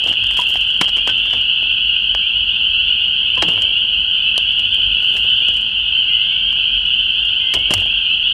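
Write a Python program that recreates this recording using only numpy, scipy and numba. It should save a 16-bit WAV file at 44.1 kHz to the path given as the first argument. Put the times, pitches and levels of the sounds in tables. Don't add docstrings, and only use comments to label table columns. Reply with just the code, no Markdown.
import sys
import numpy as np
from scipy import signal
from scipy.fft import rfft, irfft
from scipy.io import wavfile
from scipy.ndimage import uniform_filter1d
from numba import njit

SR = 44100
rng = np.random.default_rng(int(sys.argv[2]) if len(sys.argv) > 2 else 0)


def volts_from_decibels(level):
    exponent = np.asarray(level, float) / 20
    return 10 ** exponent


def pcm_store(signal):
    levels = np.round(np.clip(np.atleast_2d(signal), -1, 1) * 32767)
    wavfile.write(sys.argv[1], SR, levels.astype(np.int16).T)


N = 367353

# t/s, level/dB
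CHORUS = [
    (0.0, -16),
    (2.8, -16),
    (5.2, -15.5),
    (5.5, -14.5),
    (5.6, -17.5),
    (5.88, -17),
    (5.96, -16),
    (8.33, -16),
]
# middle t/s, f/Hz, level/dB
NEAR_PEEPS = [(0.968, 3070, -21), (1.173, 2720, -21), (1.498, 2910, -19), (1.704, 2734, -23.5),
              (1.899, 2848, -16.5), (2.629, 2762, -19), (2.753, 2690, -18), (2.788, 2950, -25),
              (2.894, 2870, -15), (3.132, 2974, -27), (3.38, 2726, -21.5), (3.492, 2805, -18.5),
              (3.612, 3073, -20), (3.76, 2842, -19.5), (4.074, 3003, -22), (4.277, 2670, -21),
              (4.722, 3064, -16.5), (4.819, 3027, -18.5), (5.036, 2926, -16.5), (5.319, 2990, -16.5),
              (5.37, 3140, -26), (5.45, 2906, -16), (5.947, 2760, -22.5), (5.974, 3076, -17),
              (6.134, 2928, -15), (6.548, 2880, -18), (6.6, 3020, -19), (6.941, 3040, -17.5),
              (8.118, 2656, -19), (8.279, 2903, -21)]
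PARTIAL_DB = (-30.5, -35, -52.5)
FROG_HZ, FROG_SPREAD_HZ = 2994, 200
PEEP_S, RISE_HZ_PER_S = .082, 2700
WOODS_T60_S, WOODS_DB = 1, -5

# t/s, crackle level/dB
STIR = [(0.0, -55.5), (0.3, -50), (0.55, -43), (0.72, -59), (1.38, -59), (1.46, -72.5), (3.34, -66),
        (3.44, -55), (3.64, -55.5), (3.76, -63), (4.94, -59), (5.03, -50), (5.2, -49), (5.36, -57.5),
        (5.62, -58), (5.74, -78), (7.5, -65), (8.33, -69.5)]
# t/s, rumble level/dB, crackle level/dB, length/s
SETTLE = [
    (0.046, -49, -49, 0.087),
    (1.058, -52.5, -63, 0.37),
    (1.332, -45.5, -64.5, 0.13),
    (3.443, -36.5, -52, 0.3),
    (5.15, -53, -57.5, .12),
    (7.55, -35.5, -56.5, 0.071),
    (7.705, -40.5, -54.5, 0.17),
]
# t/s, throb level/dB
PUFFS = [(.31, -38), (.61, -40), (.92, -42), (1.07, -46), (1.23, -39), (1.389, -42), (1.69, -44),
         (1.86, -41.5), (2.12, -34), (2.43, -34.5), (2.75, -43), (2.9, -44.5), (3.42, -37), (3.67, -41),
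         (3.98, -34), (4.25, -44.5), (4.45, -43), (4.73, -41), (4.89, -33), (5.2, -38), (5.54, -40.5),
         (5.84, -42), (6.471, -39), (6.779, -35), (7.06, -37), (7.22, -42.5), (7.63, -34.5), (7.8, -37),
         (7.94, -40), (8.27, -44)]
# t/s, flutter level/dB
FLAPS = [(.1, -47), (.23, -40.5), (1.12, -43), (1.39, -41.5), (3.42, -39), (3.57, -38.5), (4.68, -40),
         (4.86, -41), (5.11, -43.5), (5.24, -43.5), (5.34, -43), (5.52, -42), (7.58, -40), (7.78, -31)]
PUFF_S, FLAP_S, THROB_DB, FLUTTER_DB = .13, .08, -45.5, -50.5
COALS_DB, COALS_FOLLOW = -54, 0.22

# t/s, snap level/dB, body level/dB, thud level/dB, fade by 60 dB/s
BREAKS = [(.0409, -28.5, -26, -24.5, 0.011), (.088, -30.5, -42, -27, 0.05),
          (.1119, -35.5, -45, -19.5, 0.011), (.3893, -31, -26, -18, .015), (.5568, -36.5, -21, -24, 0.0098),
          (.8106, -16.5, -8.5, -16, 0.039), (.963, -35, -33, -30, 0.11), (1.0733, -26, -19.5, -20, .04),
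          (1.3287, -41, -27.5, -31, 0.11), (1.6254, -51.5, -33.5, -27.5, .016),
          (2.1486, -31, -10, -24, 0.009), (3.375, -45, -27, -24.5, 0.053),
          (3.421, -23.5, -10.5, -19.5, 0.058), (3.4819, -32, -28, -21, 0.072),
          (3.6206, -25, -29, -38, 0.022), (4.3785, -14, -12.5, -19.5, 0.0096),
          (4.5929, -31.5, -37, -32, 0.038), (5.2435, -55.5, -42, -33, 0.069),
          (5.4845, -25, -40, -21, 0.012), (7.5371, -17, -20, -27, 0.048), (7.7044, -24, -26, -17.5, .087),
          (7.737, -6, -15.5, -22, .02), (7.8178, -46, -37, -30.5, 0.036), (7.859, -39.5, -39, -26, .014)]
# t/s, snap level/dB, body level/dB
SPARKS = [(.0068, -36.5, -40), (0.0546, -35.5, -34), (0.2397, -33.5, -23), (0.2693, -31.5, -32),
          (0.3098, -30, -21), (.4, -19, -27), (.421, -29.5, -29), (.438, -32, -38), (0.4896, -28, -32),
          (0.5057, -32.5, -26), (.572, -30, -26), (0.7414, -34.5, -39), (0.775, -34, -43),
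          (0.8919, -24.5, -16), (2.8958, -45.5, -33.5), (3.3545, -31, -37), (3.5339, -36, -28),
          (4.3617, -49, -26.5), (4.5202, -36, -36), (4.7454, -23.5, -30), (5.026, -33.5, -28),
          (5.0439, -37.5, -30), (5.0999, -44.5, -37), (5.3197, -44.5, -34), (5.714, -49, -37),
          (6.5271, -40, -25), (6.862, -37.5, -40.5), (7.2532, -29.5, -44), (7.779, -26.5, -31),
          (8.1099, -39, -40.5)]
# t/s, snap level/dB, body level/dB
CRUNCHES = [(.0702, -36, -27.5), (0.1225, -38.5, -29), (.334, -41, -39), (.368, -27.5, -33),
            (.41, -30.5, -33.5), (0.5371, -41, -36), (.606, -36, -48), (.63, -48, -51), (0.6734, -44, -49),
            (0.7006, -40, -49), (0.8381, -36, -31), (.878, -38.5, -30), (0.9768, -48, -35),
            (1.091, -37.5, -24.5), (1.1752, -43.5, -46), (1.2537, -46, -35), (1.302, -46, -38),
            (1.372, -46, -49), (1.408, -44.5, -43.5), (3.57, -68, -26.5), (3.61, -43, -53),
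            (5.1642, -32, -33.5), (5.296, -43, -59), (5.535, -42.5, -49), (5.5632, -36, -48),
            (5.6076, -39.5, -62), (7.585, -43, -49), (7.7977, -35.5, -51)]
# low f/Hz, high f/Hz
CRACK_BANDS = [
    (11000, 15500),
    (6800, 11000),
    (2300, 5300),
    (600, 2300),
    (110, 600),
]
SPARK_T60_S, CRUNCH_T60_S = .007, .085
EDGE_DB, SIZZLE_DB = 3, -17
SPARK_THUD_DB, CRUNCH_THUD_DB = -15, -13
GROUND_LAG_S, GROUND_DB = .006, -20

# t/s, peak level/dB, ring f/Hz, fade by 60 dB/s
KNOCKS = [(.391, -13, 980, 0.074), (.555, -15, 753, 0.02), (.812, -24, 1470, .04), (.812, -19, 305, 0.036),
          (1.088, -21, 1530, 0.13), (3.378, -27, 210, .06), (3.465, -26, 170, .2), (7.79, -39, 3930, .06),
          (3.372, -25.5, 1020, 0.15), (3.425, -19.5, 312, 0.11), (7.549, -21, 398, 0.04),
          (7.546, -31, 1017, 0.1), (7.562, -27, 70, .4), (7.705, -19, 617, .05), (2.149, -22, 1500, .022),
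          (7.749, -27, 98.7, .4)]

# start t/s, length/s, low f/Hz, upward slur/Hz, level/dB
BIRD_NOTES = [(1.157, .2, 2325, 5.5, -58), (2.83, 0.27, 2316, -0.5, -57), (3.21, 0.17, 2140, 169.5, -55),
              (3.48, 0.34, 2270, 200, -53), (3.66, 0.23, 2345, 4.5, -56), (4.428, 0.27, 2210, 216, -57.5),
              (5.95, 0.16, 2090, 147.5, -59), (6.085, .35, 2066, 267.5, -49.5),
              (6.448, 0.2, 2225, 221, -51.5), (6.738, 0.045, 2320, 57.5, -50),
              (7.4, .31, 2080, 203.5, -47.5), (7.844, 0.23, 2260, 196, -56.5)]
DROP_HZ, DROP_S, SLUR_HZ_PER_S, TOP_S = 70, .018, 1500, .05

# f/Hz, level/dB per Hz
AIR_COLOUR = [(25, -15.5), (70, 2), (100, -6.5), (200, 0), (330, -11.5), (520, -23.5), (850, -9.5),
              (1200, -16.5), (2200, -13.5), (3800, -15), (5200, -30), (7000, -32.5), (10000, -37.5),
              (13000, -46.5)]
AIR_DB = -44


def band(x, lo_hz, hi_hz, order=2):
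    sos = signal.butter(order, [lo_hz, hi_hz], "bandpass", fs=SR, output="sos")
    return signal.sosfilt(sos, x) * np.sqrt(SR / 2 / (hi_hz - lo_hz))


def level(x, db):
    return x * volts_from_decibels(db) / np.sqrt(np.mean(x ** 2))


def curves(table):
    s, *columns = np.transpose(table)
    return [np.interp(np.arange(N) / SR, s, c) for c in columns]


def walk(rate):
    k = int(SR / rate)
    steps = np.repeat(rng.standard_normal(N // k + 1), k)
    return uniform_filter1d(uniform_filter1d(steps, k), k)[:N]


def grit(count, scatter_db, lump_db):
    lumps = np.minimum(rng.exponential(size=count // 48 + 1), 5.0)
    lumps = np.repeat(lumps, 48)[:count]
    specks = np.minimum(rng.exponential(size=count), 6.0)
    return level(rng.standard_normal(count) * volts_from_decibels(scatter_db * specks + lump_db * lumps), 0)


def swells(s, db, length_s, rise=0.92):
    out = np.zeros(N)
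    t = np.arange(N) / SR
    for at, size, wide in np.broadcast(s, volts_from_decibels(np.array(db)), length_s):
        near = slice(max(int((at - 2 * wide) * SR), 0), int((at + 2 * wide) * SR))
        u = (t[near] - at) / wide
        out[near] += size * np.exp(-2 * np.where(u < 0, u / rise, u) ** 2)
    return out


def woods(x):
    t = np.arange(SR) / SR
    tail = rng.standard_normal(SR) * volts_from_decibels(-60 * t / WOODS_T60_S) * np.minimum(t / 0.033, 1)
    tail = tail / np.sqrt(np.sum(tail ** 2))
    return x + volts_from_decibels(WOODS_DB) * signal.fftconvolve(x, tail)[:N]


def partials(hz):
    tilt_db = np.array([[12], [-35], [0]]) * np.log2(hz / FROG_HZ)
    return volts_from_decibels(np.array(PARTIAL_DB)[:, None] + tilt_db).T.copy()


@njit
def peeps(middle_s, hz, size, length_s, rise, partial):
    out = np.zeros(N + 2 * SR)
    for k in range(len(hz)):
        n = int(length_s[k] * SR)
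        start = int((middle_s[k] + 1) * SR) - n // 2
        if start < 0 or start > N + SR:
            continue
        z = 1 + 0j
        turn = np.exp(1j * np.pi * (hz[k] - rise[k] * length_s[k] / 2) / SR)
        glide = np.exp(1j * np.pi * rise[k] / SR ** 2)
        for i in range(n):
            z *= turn
            turn *= glide
            u, z2 = i / n, z * z
            shape = 2.6 * u * (1 - u * u)
            voice = z2 + partial[k, 0] * z + partial[k, 1] * z2 * z + partial[k, 2] * z2 * z2
            out[start + i] += size[k] * shape * voice.imag
    return out[SR:N + SR]


def frogs(count=620):
    pitch, far, pace, lag, size = rng.standard_normal((count, 5)).T[:, :, None]
    slip = rng.standard_normal((3, count, 12))
    middle_s = lag % 1 - 1.3 + np.cumsum(.95 + .08 * pace + .06 * slip[0], axis=1)
    pitch = np.clip(pitch, -1.95, 2.1)
    hz = FROG_HZ + FROG_SPREAD_HZ * pitch + 55 * slip[1]
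    size_db = 3.32 * far + 2.5 * slip[2] - 1.8 * pitch ** 2
    length_s = PEEP_S * (1 + .12 * size + .12 * slip[0])
    rise = RISE_HZ_PER_S * (1 + 0.2503 * pace + 0.299 * slip[0])
    rows = middle_s, hz, volts_from_decibels(size_db), length_s, rise
    crowd = woods(peeps(*(r.ravel() for r in rows), partials(hz.ravel())))
    crowd = crowd / np.sqrt(uniform_filter1d(crowd ** 2, SR // 8))
    s, near_hz, near_db = np.transpose(NEAR_PEEPS)
    near = peeps(s, near_hz, volts_from_decibels(near_db + 3.0), PEEP_S + 0 * s, RISE_HZ_PER_S + 0 * s, partials(near_hz))
    return crowd * volts_from_decibels(curves(CHORUS)[0] + 0.57) + woods(near)


def fire():
    stir_db = curves(STIR)[0]
    s, rumble_db, crackle_db, length_s = np.transpose(SETTLE)

    embers = band(grit(N, 2.5, 3.8), 5500, 15000, order=1) * volts_from_decibels(-4.5 + 3.0 * walk(41))
    embers *= volts_from_decibels(stir_db) + swells(s, crackle_db, length_s, rise=.1)

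    coals = band(grit(N, 3.5, 3.3), 73, 700) * volts_from_decibels(2.6 * walk(20))
    coals *= volts_from_decibels(COALS_DB + COALS_FOLLOW * (stir_db + 68)) + swells(s, rumble_db, length_s, rise=.12)

    throb = np.sin(2 * np.pi * np.cumsum(48 + 3.7 * walk(5.5)) / SR)
    throb = level(throb + 0.45 * band(rng.standard_normal(N), 37, 70), 0)
    throb *= volts_from_decibels(THROB_DB) + swells(*np.transpose(PUFFS), .7 * PUFF_S) * volts_from_decibels(-2.0)

    flap = np.sin(2 * np.pi * np.cumsum(97 + 5.0 * walk(9)) / SR)
    flap *= swells(*np.transpose(FLAPS), .7 * FLAP_S) * volts_from_decibels(5.5)
    flutter = band(rng.standard_normal(N), 80, 110) * volts_from_decibels(FLUTTER_DB)
    return embers + coals + throb + flap + flutter


def cracks():
    push = np.zeros((len(CRACK_BANDS), N + SR))
    t = np.arange(SR // 8) / SR
    rows = [tuple(row) for row in BREAKS]
    rows += [(s, snap, body, body + SPARK_THUD_DB, SPARK_T60_S) for s, snap, body in SPARKS]
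    rows += [(s, snap, body, body + CRUNCH_THUD_DB, CRUNCH_T60_S) for s, snap, body in CRUNCHES]
    for s, snap_db, body_db, thud_db, t60 in rows:
        t60 = max(t60, .003)
        edge_db = (snap_db + body_db) / 2 + EDGE_DB
        fade = np.minimum(t / (0.042 * t60), 1) * volts_from_decibels(-60 * (t / t60) ** 0.88)
        fade += volts_from_decibels(-39.5 - 60 * t / 0.4)
        burst = grit(len(t), 0.88, 1.8) * fade
        burst *= np.sqrt(np.sum(fade ** 2) / np.sum(burst ** 2))
        bands_db = np.array([snap_db + SIZZLE_DB, snap_db - 5.0, edge_db + 0.5, body_db, thud_db])
        push[:, int(s * SR):][:, :len(t)] += volts_from_decibels(bands_db)[:, None] * burst
    near = sum((-1) ** k * band(push[k, :N], *edges) for k, edges in enumerate(CRACK_BANDS))
    return near + volts_from_decibels(GROUND_DB) * np.roll(near, int(GROUND_LAG_S * SR))


def knocks():
    out = np.zeros(N + SR)
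    t = np.arange(SR // 2) / SR
    for s, db, hz, t60 in KNOCKS:
        ring = volts_from_decibels(db - 60 * t / t60) * np.sin(2 * np.pi * hz * t)
        out[int(s * SR):][:len(t)] += ring * np.minimum(t / .0015, 1)
    return out[:N]


def bird():
    out = np.zeros(N)
    for s, length_s, low_hz, slur_hz, db in BIRD_NOTES:
        t = np.arange(0, length_s, 1 / SR)
        gate = np.minimum(np.minimum(t, length_s - t) / .015, 1)
        below_hz = np.clip((length_s - TOP_S - t) * SLUR_HZ_PER_S, 0, slur_hz)
        hz = low_hz + slur_hz - below_hz
        hz = hz + DROP_HZ * (length_s > .2) * np.exp(-t / DROP_S)
        turn = uniform_filter1d(hz, SR // 40, mode="nearest") / SR
        out[int(s * SR):][:len(t)] += gate * volts_from_decibels(db + 10.5) * np.sin(2 * np.pi * np.cumsum(turn))
    out = out * volts_from_decibels(3.0 * walk(45))
    return .5 * out + .4 * woods(out)


def air():
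    hz = np.maximum(np.fft.rfftfreq(N, 1 / SR), 1)
    colour_hz, colour_db = np.transpose(AIR_COLOUR)
    gain_db = np.interp(np.log(hz), np.log(colour_hz), colour_db)
    hiss = irfft(rfft(rng.standard_normal(N)) * volts_from_decibels(gain_db), N)
    return level(hiss * volts_from_decibels(.5 * walk(0.8)), AIR_DB + 0.8)


def scene():
    return (frogs() + fire() + cracks() + knocks() + bird() + air())[None]


def roll_off(x):
    return signal.sosfilt(signal.butter(12, 16010, fs=SR, output="sos"), x)


def record(dry):
    dull = signal.sosfilt(signal.butter(1, 10000, fs=SR, output="sos"), dry)
    dull = dull * np.minimum(np.arange(N)[::-1] / 150, 1)
    return roll_off(np.clip(dull, -.98, .98))


dry = scene()
out = record(dry)
pcm_store(out)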